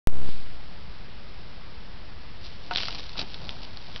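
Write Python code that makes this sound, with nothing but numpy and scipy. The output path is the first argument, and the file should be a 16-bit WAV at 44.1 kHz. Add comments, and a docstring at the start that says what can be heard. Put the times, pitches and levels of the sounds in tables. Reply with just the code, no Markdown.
"""Dry twigs snap in a sudden clatter in quiet woodland, heard through a small camera's microphone.
A hanging piece of wood is knocked and rings, stirred leaves crackle, the litter thuds, and a few more
clacks follow as things settle. The trunks all around scatter the clacks and knocks over a low outdoor
rumble and faint microphone hiss. The camera's coarse converter starts with a pop and a short buzz,
then adds hiss of its own."""
import sys
import numpy as np
from scipy import signal
from scipy.fft import rfft, irfft
from scipy.io import wavfile

SR = 44100
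rng = np.random.default_rng(int(sys.argv[2]) if len(sys.argv) > 2 else 0)


def store_wav(level_fs):
    """Save 16-bit WAV to argv[1]."""
    pcm = np.round(np.clip(np.atleast_2d(level_fs), -1, 1) * 32767)
    wavfile.write(sys.argv[1], SR, pcm.T.astype(np.int16))


N = 176400
TIME = np.arange(N) / SR


CLACK_DB, BODY_DB, SPLINTER_DB = 2.5, -0.5, -1.5  # added to the table's three levels
TICK_T60_S, BODY_T60_S, SPLINTER_T60_S = 0.0035, 0.019, 0.019
# Twigs and hanging pieces among the trees; body and splinters are relative to the tick:
# (time [s], level [dB], pitch [Hz], hollow body [dB], splinters [dB])
TWIG_CLACKS = [(2.7318, -27, 4100, -20, -12), (2.7365, -23, 4060, -14, -9), (2.7505, -20, 4100, -28, -9),
               (2.7598, -7.5, 3750, -26, -20), (2.7726, -14, 4100, -26, -13), (2.778, -20, 3580, -21, -13),
               (2.7829, -13, 3300, -30, -15), (2.7868, -20, 2900, -24, -16), (2.8047, -23, 2600, -18, -14),
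               (2.8335, -17.5, 2900, -14, -11), (2.8545, -22, 4450, -15, -11),
               (2.8838, -18, 2900, -11, -11), (2.9483, -20.5, 4300, -22, -16),
               (2.9962, -24.5, 3890, -24, -16), (3.040, -30, 4370, -20, -14), (3.0935, -26, 4200, -21, -17),
               (3.1725, -26, 4100, -18, -8), (3.1927, -17, 4100, -20, -14), (3.195, -19, 3900, -20, -15),
               (3.2152, -22, 4370, -15, -12), (3.344, -24, 3840, -20, -12), (3.4926, -16, 3400, -34, -23),
               (3.7724, -25.5, 4300, -22, -19), (3.9615, -20, 3300, -20, -19)]

def twig_clacks():
    """Each snap or clack is a tick of a few cycles, a short hollow body and a spray of splinters."""
    out, t = np.zeros(N), TIME[:SR // 12]
    for start, db, hz, body_db, splinter_db in TWIG_CLACKS:
        tick = np.sin(2 * np.pi * hz * t) * decay(t, TICK_T60_S)
        body = from_db(BODY_DB + body_db) * band_noise(len(t), 700, 1600) * decay(t, BODY_T60_S)
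        spray = band_noise(len(t), 2600, 5800)
        splinters = from_db(SPLINTER_DB + splinter_db) * spray * decay(t, SPLINTER_T60_S)
        add(out, start, from_db(db + CLACK_DB) * (tick + body + splinters))
    return out


# Modes of the hanging wood: (frequency [Hz], level [dB], time to fall 60 dB [s])
WOOD_MODES = [(340, -21, .07), (716, -9, .17), (926, -9, .1), (1060, -14, .04), (1310, -5, .055),
              (1461, -5, .06), (1620, -8, .03), (2640, -10, .02), (2900, -11, .025), (4230, -9, .014)]
# Knocks on it: (time [s], level [dB])
WOOD_KNOCKS = [(2.7095, -20.5), (2.7365, -49), (2.884, -37), (3.154, -38.5)]

def hanging_wood(scuff_db=-11.5, scuff_t60_s=0.096, attack_s=0.0006):
    """Every knock rings the same modes, and the rough contact adds a short scuff."""
    out, t = np.zeros(N), TIME[:SR // 3]
    ring = sum((-1) ** k * from_db(db) * np.sin(2 * np.pi * hz * t) * decay(t, t60)
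               for k, (hz, db, t60) in enumerate(WOOD_MODES))
    attack = 1 - np.exp(-t / attack_s)
    for start, db in WOOD_KNOCKS:
        scuff = from_db(scuff_db) * band_noise(len(t), 400, 4000) * decay(t, scuff_t60_s)
        add(out, start, from_db(db) * (ring + scuff) * attack)
    return out


# How hard the dry leaves are stirred: (time [s], level [dB])
LEAF_STIR = [(2.38, -68), (2.44, -47), (2.56, -60), (2.67, -52), (2.705, -58), (2.755, -44), (2.80, -35),
             (2.83, -39), (2.88, -40), (2.98, -42), (3.05, -48), (3.165, -51), (3.178, -36), (3.22, -37),
             (3.245, -53), (3.35, -47), (3.38, -52), (3.5, -48), (3.56, -54), (3.63, -48), (3.72, -56),
             (3.85, -54), (3.96, -50), (3.975, -47), (4.0, -51)]
# Their colour at the microphone: (frequency [Hz], relative level [dB])
LEAF_SPECTRUM = [(150, -28.5), (400, -15), (850, -7.5), (1800, -10), (2600, 0), (3600, 2), (4600, 3),
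                 (5700, -3.5)]

def dry_leaves(crackles_per_s=2500, spread_db=5, gain_db=5.5):
    """Dense tiny crackles of uneven size, as loud as the leaves are stirred."""
    crackles = rng.random(N) < crackles_per_s / SR
    sizes = from_db(spread_db * np.minimum(rng.exponential(1, N), 4))
    signs = rng.choice([-1, 1], N)
    stir_db = np.interp(TIME, *np.transpose(LEAF_STIR), left=-100)
    return coloured(crackles * sizes * signs, LEAF_SPECTRUM) * from_db(gain_db + stir_db)


# Thuds down on the woodland floor: (time [s], level [dB], Gaussian width [s])
LITTER_THUDS = [(2.727, -47.5, 0.035), (2.931, -47.5, .09), (3.206, -39.5, 0.026), (3.46, -46, 0.094),
                (3.663, -51.5, 0.07), (3.892, -45, 0.0088), (3.957, -44.5, 0.017)]
# Their colour at the microphone: (frequency [Hz], relative level [dB])
THUD_SPECTRUM = [(60, -3.5), (110, -5.5), (155, 1.5), (230, -7), (350, -9), (550, -10.5), (820, -9),
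                 (1500, -18.5), (4000, -66.5)]

def litter_thuds():
    """Dull thuds in the leaf litter, each a soft swell of low noise."""
    swells = sum(from_db(db) * np.exp(-.5 * ((TIME - centre) / width) ** 2)
                 for centre, db, width in LITTER_THUDS)
    return swells * coloured(rng.standard_normal(N), THUD_SPECTRUM)


def trunk_echoes(x, count=200, level_db=-14, t60_s=0.22):
    """Trunks scatter sparse echoes; those from farther off arrive later and weaker."""
    delays = rng.uniform(0.0044, .25, size=count)
    echoes = np.zeros(SR)
    echoes[(delays * SR).astype(int)] = rng.standard_normal(count) * decay(delays, t60_s)
    return from_db(level_db) * signal.fftconvolve(x, echoes / np.linalg.norm(echoes))[:N]


# Outdoor rumble and the microphone's own hiss: (frequency [Hz], relative level [dB])
RUMBLE_AND_HISS_SPECTRUM = [(12, -9), (30, -3), (45, -2), (55, -5), (90, -7.5), (125, -14), (175, -12.5),
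                            (260, -21), (700, -24.5), (1400, -27.5), (2800, -30.5), (4600, -32.5),
                            (5700, -41)]

def rumble_and_mic_hiss(level_db=-44):
    """Low outdoor rumble plus the microphone's own faint electronic hiss."""
    return from_db(level_db) * coloured(rng.standard_normal(N), RUMBLE_AND_HISS_SPECTRUM)


SWITCH_ON_S, AWAKE_S = .0727, .297

def input_buzz(hz=67, height=.038, unevenness=0.34):
    """A sawtooth with uneven teeth that stops once the camera's input is awake."""
    tooth, phase = np.divmod(TIME * hz + .5, 1)
    heights = height * (1 + unevenness * rng.standard_normal(int(tooth[-1]) + 1))
    return heights[tooth.astype(int)] * (phase - .5) * (TIME < AWAKE_S)


def waking_input(x):
    """The input fades in on an offset, buzzing; after a bump the offset and its hiss drain away."""
    wake_db_per_s, hiss_db = 66.5, -50
    start_offset, rest_offset, drain_s = -.32, -.029, .125
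    bump_s, bump_height, bump_decay_s = .2895, .055, .003
    fade_in = from_db(wake_db_per_s * np.minimum(TIME - AWAKE_S, 0))
    charge = np.exp(-np.maximum(TIME - AWAKE_S, 0) / drain_s)
    offset = rest_offset + (start_offset - rest_offset) * charge
    bump = bump_height * np.exp(-np.abs(TIME - bump_s) / bump_decay_s) * (TIME > bump_s)
    hiss = from_db(hiss_db) * charge * fade_in * band_noise(N, 2400, 4500)
    return (x + hiss) * fade_in + offset + input_buzz() + bump


def from_db(db):
    """Decibels to gain."""
    return 10 ** (np.asarray(db) / 20)


def decay(t, t60):
    """Exponential fall of 60 dB every t60 seconds."""
    return from_db(-60 * t / t60)


def unit_rms(x):
    """Scale to rms 1."""
    return x / np.sqrt(np.mean(x ** 2) + 1e-20)


def coloured(x, spectrum):
    """Shape a signal by (frequency [Hz], level [dB]) points; rms 1."""
    hz, db = np.transpose(spectrum)
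    bin_hz = np.maximum(np.fft.rfftfreq(N, 1 / SR), 1)
    gain = from_db(np.interp(np.log(bin_hz), np.log(hz), db))
    return unit_rms(irfft(rfft(x) * gain, N))


def band_noise(samples, low_hz, high_hz):
    """Gently band-passed noise; rms 1."""
    band = signal.butter(2, [low_hz, high_hz], "band", fs=SR, output="sos")
    return unit_rms(signal.sosfilt(band, rng.standard_normal(samples)))


def low_pass(x, hz, taps):
    """Steep low-pass without delay."""
    return signal.fftconvolve(x, signal.firwin(taps, hz, window=("kaiser", 9), fs=SR), "same")


def add(out, start_s, sound):
    """Mix a sound in at a time."""
    i = int(start_s * SR)
    out[i:i + len(sound)] += sound[:max(N - i, 0)]


def scene():
    """The clatter among the trees, in mono, over outdoor rumble and microphone hiss."""
    hits = twig_clacks() + hanging_wood()
    background = rumble_and_mic_hiss()
    return (hits + trunk_echoes(hits) + dry_leaves() + litter_thuds() + background)[None]


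def record(dry):
    """The camera's slow, coarse converter adds hiss and cuts the treble; switching on makes a pop."""
    converter_hz, step = 12000, .0072
    sampled = signal.resample_poly(waking_input(dry[0]), converter_hz, SR, padtype="edge")
    rounding_error = step * np.round(sampled / step) - sampled
    sound = signal.resample_poly(sampled, SR, converter_hz, padtype="edge")[:N]
    hiss = signal.resample_poly(rounding_error, SR, converter_hz, padtype="edge")[:N]
    hiss = low_pass(hiss, hz=5600, taps=151)
    sound = low_pass(sound + hiss, hz=6000, taps=301)
    switched_on = sound * (TIME > SWITCH_ON_S)  # the jump to the offset is the wide-band pop
    return low_pass(switched_on, hz=16000, taps=201)[None]


dry = scene()
out = record(dry)
store_wav(out)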